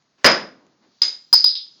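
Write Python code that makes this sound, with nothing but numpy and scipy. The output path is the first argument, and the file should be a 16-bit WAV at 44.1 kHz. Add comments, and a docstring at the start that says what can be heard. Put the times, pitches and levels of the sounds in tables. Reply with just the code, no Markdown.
"""Opening a beer bottle

A crown cap is levered off in a small tiled kitchen: a faint scrape, then the gas bursts out.
The cap strikes something hard, drops and bounces to rest, its steel shell ringing near 5 kHz at
every blow. Clothes rustle and a faint fizz lies underneath. The loudest blows clip the converter."""
import sys
import numpy as np
from scipy import signal
from scipy.fft import rfft, irfft
from scipy.io import wavfile

SR = 44100
rng = np.random.default_rng(int(sys.argv[2]) if len(sys.argv) > 2 else 0)


def materialize(psi):
    """Save the field psi as 16-bit PCM at rate SR to the path in sys.argv[1].

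    A 1-D psi becomes a single channel; in a 2-D psi each row is a channel.
    """
    bounded = np.clip(np.atleast_2d(psi).T, -1, 1)
    quanta = np.round(bounded * 32767).astype(np.int16)
    wavfile.write(sys.argv[1], SR, quanta)


N = 79380
TIME_S = np.arange(N) / SR
GRID_HZ = np.fft.rfftfreq(2 * N, 1 / SR)
POP_S = .2445


def amp(db):
    """Decibels to gain."""
    return 10 ** (np.asarray(db) / 20)


def along(points, hz=GRID_HZ):
    """Interpolate (Hz, value) points on a log frequency axis."""
    points_hz, values = np.transpose(points)
    return np.interp(np.log(hz + 1), np.log(points_hz + 1), values)


def filtered(x, response):
    """Apply a response given on GRID_HZ."""
    return irfft(rfft(x, 2 * N) * response)[:N]


def click(gain_db):
    """Minimum-phase pulse with this spectrum."""
    cepstrum = irfft(np.log(amp(gain_db) + 1e-6))
    cepstrum[1:N] *= 2
    cepstrum[N + 1:] = 0
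    return irfft(np.exp(rfft(cepstrum)))[:N]


def noise(colour):
    """Coloured noise of rms 1."""
    x = filtered(rng.standard_normal(N), amp(along(colour)))
    return x / x.std()


def at(start_s, x):
    """Delay x to start_s."""
    return np.pad(x, (max(round(start_s * SR), 0), 0))[:N]


def fade(t60_s):
    """Exponential decay from time zero."""
    return amp(-60 * TIME_S / t60_s)


def mode(hz, db, t60_s, attack_s=.00047):
    """Damped sine with a soft start."""
    return amp(db) * np.sin(2 * np.pi * hz * TIME_S) * (1 - np.exp(-TIME_S / attack_s)) * fade(t60_s)


def kitchen(x, room_db, onset_s=.0033):
    """Diffuse tail off the tiles, dying faster in the treble."""
    # Each row: frequency in Hz, T60 in seconds.
    decay_times = [(120, .55), (300, .46), (1000, 0.37), (2500, 0.34), (5000, 0.32), (7500, 0.31)]
    hz, t, spectra = signal.stft(rng.standard_normal(N), SR, nperseg=256)
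    decay = amp(-60 * t / along(decay_times, hz)[:, None])
    tail = signal.istft(spectra * decay, SR, nperseg=256)[1][:N]
    tail *= 1 - np.exp(-(TIME_S / onset_s) ** 2)
    return amp(room_db) * signal.fftconvolve(x, tail / np.linalg.norm(tail))[:N]


def rustle():
    """Arms and clothes move: dull noise that swells and sinks."""
    # Each row: time in seconds, level in dB.
    levels = [(0, -82.5), (.4, -78), (.6, -56.5), (.78, -68), (.87, -61), (1.0, -81), (1.4, -94),
              (1.8, -67.5)]
    # Each row: frequency in Hz, gain in dB.
    colour = [(60, -20), (150, -7), (280, -0.5), (500, -9), (1100, -12.5), (2500, -26), (7000, -34.5)]
    return noise(colour) * amp(np.interp(TIME_S, *np.transpose(levels)))


def ticks():
    """Brief clicks: small handling taps and faint ticks, possibly recorder glitches."""
    # Each row: start in seconds, level in dB.
    clicks = [(0.024, -35.5), (.2395, -17.5), (0.3168, 8), (0.667, -29.5), (1.0175, -19.5), (1.667, -29)]
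    # Each row: frequency in Hz, gain in dB.
    colour = [(100, -5), (600, -8), (2500, -2.5), (5000, -11), (7000, -2)]
    tick = click(along(colour))
    return sum(at(start_s, amp(db) * tick) for start_s, db in clicks)


def rubs():
    """Hands and opener scrape the bottle: gated friction noise."""
    # Each row: start in seconds, length in seconds, level in dB.
    strokes = [(0.182, 0.18, -61), (0.823, 0.033, -66.5)]
    # Each row: frequency in Hz, gain in dB.
    colour = [(80, -17.5), (350, 3.5), (800, 1), (2000, -0.5), (3500, -6.5), (4800, -3.5), (7000, -13.5)]
    gate = sum(amp(db) * ((TIME_S > start_s) & (TIME_S < start_s + length_s))
               for start_s, length_s, db in strokes)
    return noise(colour) * gate


def pop(snap_db=28, puff_db=-.5):
    """The seal snaps open and a short puff of gas follows."""
    # Each row: frequency in Hz, gain in dB.
    colour = [(30, -17.5), (90, -24.5), (135, -8.5), (280, -0.5), (430, -2.5), (570, 3.5), (780, -3.5),
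              (1700, 2.5), (2500, -5.5), (3700, -9), (4600, -9), (6000, -15), (7500, -26)]
    snap = click(snap_db + along(colour))
    gas = rng.standard_normal(N) * fade(t60_s=.083)
    puff = signal.fftconvolve(gas / np.linalg.norm(gas), snap)[:N]
    return at(POP_S, snap + amp(puff_db) * puff + kitchen(snap, room_db=5.5))


def shell(x):
    """Whatever shakes the cap rings its steel shell."""
    # Each row: resonance in Hz, width in Hz, gain in dB.
    resonances = [(4970.6, 71, 20), (5079.6, 72, 19.5), (5186, 200, 11)]
    response = 1
    for k, (hz, width_hz, db) in enumerate(resonances):
        damping = 1j * GRID_HZ * width_hz
        response += (-1) ** k * amp(db) * damping / (hz ** 2 - GRID_HZ ** 2 + damping)
    return filtered(x, response)


def fizz():
    """Faint high sizzle after the pop, probably the beer."""
    # Each row: time in seconds, level in dB.
    levels = [(.25, -78.5), (.8, -76.5), (.97, -63), (1.3, -62.5), (1.8, -58)]
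    # Each row: frequency in Hz, gain in dB.
    colour = [(1500, -30), (3200, -7.5), (4600, 1.5), (5500, -5), (7000, -13)]
    return noise(colour) * amp(np.interp(TIME_S, *np.transpose(levels))) * (TIME_S > POP_S)


def cap_bounces(skirt_db=16, direct_knock_db=-7, reflection_db=-16, reflection_s=.012):
    """At each contact the cap clinks, pings and knocks on the surface."""
    # Each row: start in seconds, clink level in dB, clink centre and width in Hz,
    # then ping, knock and room levels in dB.
    contacts = [(1.0187, 14, 4393, 850, -8, 4.5, -0.5), (1.3288, 20, 4734, 540, -10, -2, 5),
                (1.4424, 17, 4258, 540, -3, -10.5, 1.5), (1.4915, 12.5, 4290, 518, -28, -32, 2.5),
                (1.5543, 9, 4090, 707, -31.5, -38, 4)]
    # Each row: frequency in Hz, gain in dB.
    knock_colour = [(40, -58), (100, -40), (160, -14), (300, -3), (700, -5.5), (1800, 1.5), (2700, 0),
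                    (4000, 5.5), (5600, 4), (6600, 9.5), (7300, -6.5)]
    # A ring near 2.1 kHz, and a faint thin whistle at the recorder's band edge.
    # Each row: frequency in Hz, level in dB, T60 in seconds.
    lingering_tones = [(2146, -42, 0.35), (7260, -54.5, 0.75)]
    knock = click(along(knock_colour))
    tones = sum(mode(*row) for row in lingering_tones)
    out = np.zeros(N)
    for start_s, clink_db, centre_hz, width_hz, ping_db, knock_db, room_db in contacts:
        detuning = (GRID_HZ - centre_hz) / width_hz
        clink = click(clink_db - skirt_db * np.log10(1 + detuning ** 4))
        metal = clink + mode(hz=4837, db=ping_db, t60_s=.012)
        direct = metal + amp(knock_db + direct_knock_db) * knock  # most knock comes via the walls
        reflection = amp(reflection_db) * at(reflection_s, direct)  # off a near surface
        tail = kitchen(metal + amp(knock_db) * knock, room_db)
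        out += at(start_s, direct + reflection + tail + amp(knock_db) * tones)
    return out


def scene():
    """Pop and bounces ring the cap; ticks, rubs, rustle and fizz lie underneath."""
    cap = shell(pop() + cap_bounces())
    small_sounds = ticks() + rubs()
    return (cap + small_sounds + kitchen(small_sounds, room_db=-8) + rustle() + fizz())[None]


def record(dry):
    """Thin, hissing microphone; a slow converter clips and aliases; the output saturates."""
    # Each row: frequency in Hz, gain in dB.
    hiss_colour = [(30, -22), (90, -11), (140, 4), (260, 4), (500, -5.5), (1200, -4.5), (3000, -12.5),
                   (4400, -6), (5000, -7), (5600, -11.5), (6700, -10.5), (7500, -25)]
    hiss_db, low_cut_hz, band_hz, top_hz = -68.5, 70, 7200, 16800
    converter_hz, clip_limits = 16000, (-.76, .73)
    output_limit, knee = .72, 24
    low_cut = (1j * GRID_HZ / (low_cut_hz + 1j * GRID_HZ)) ** 2
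    band = 1 / np.sqrt(1 + (GRID_HZ / band_hz) ** 56)
    mic = filtered(dry[0], low_cut) + amp(hiss_db) * noise(hiss_colour)
    sampled = signal.resample(filtered(mic, band), N * converter_hz // SR)
    clipped = np.clip(sampled, *clip_limits)
    upsampled = filtered(signal.resample(clipped, N), band)
    saturated = upsampled / (1 + np.abs(upsampled / output_limit) ** knee) ** (1 / knee)
    return filtered(saturated, GRID_HZ < top_hz)[None]


dry = scene()
out = record(dry)
materialize(out)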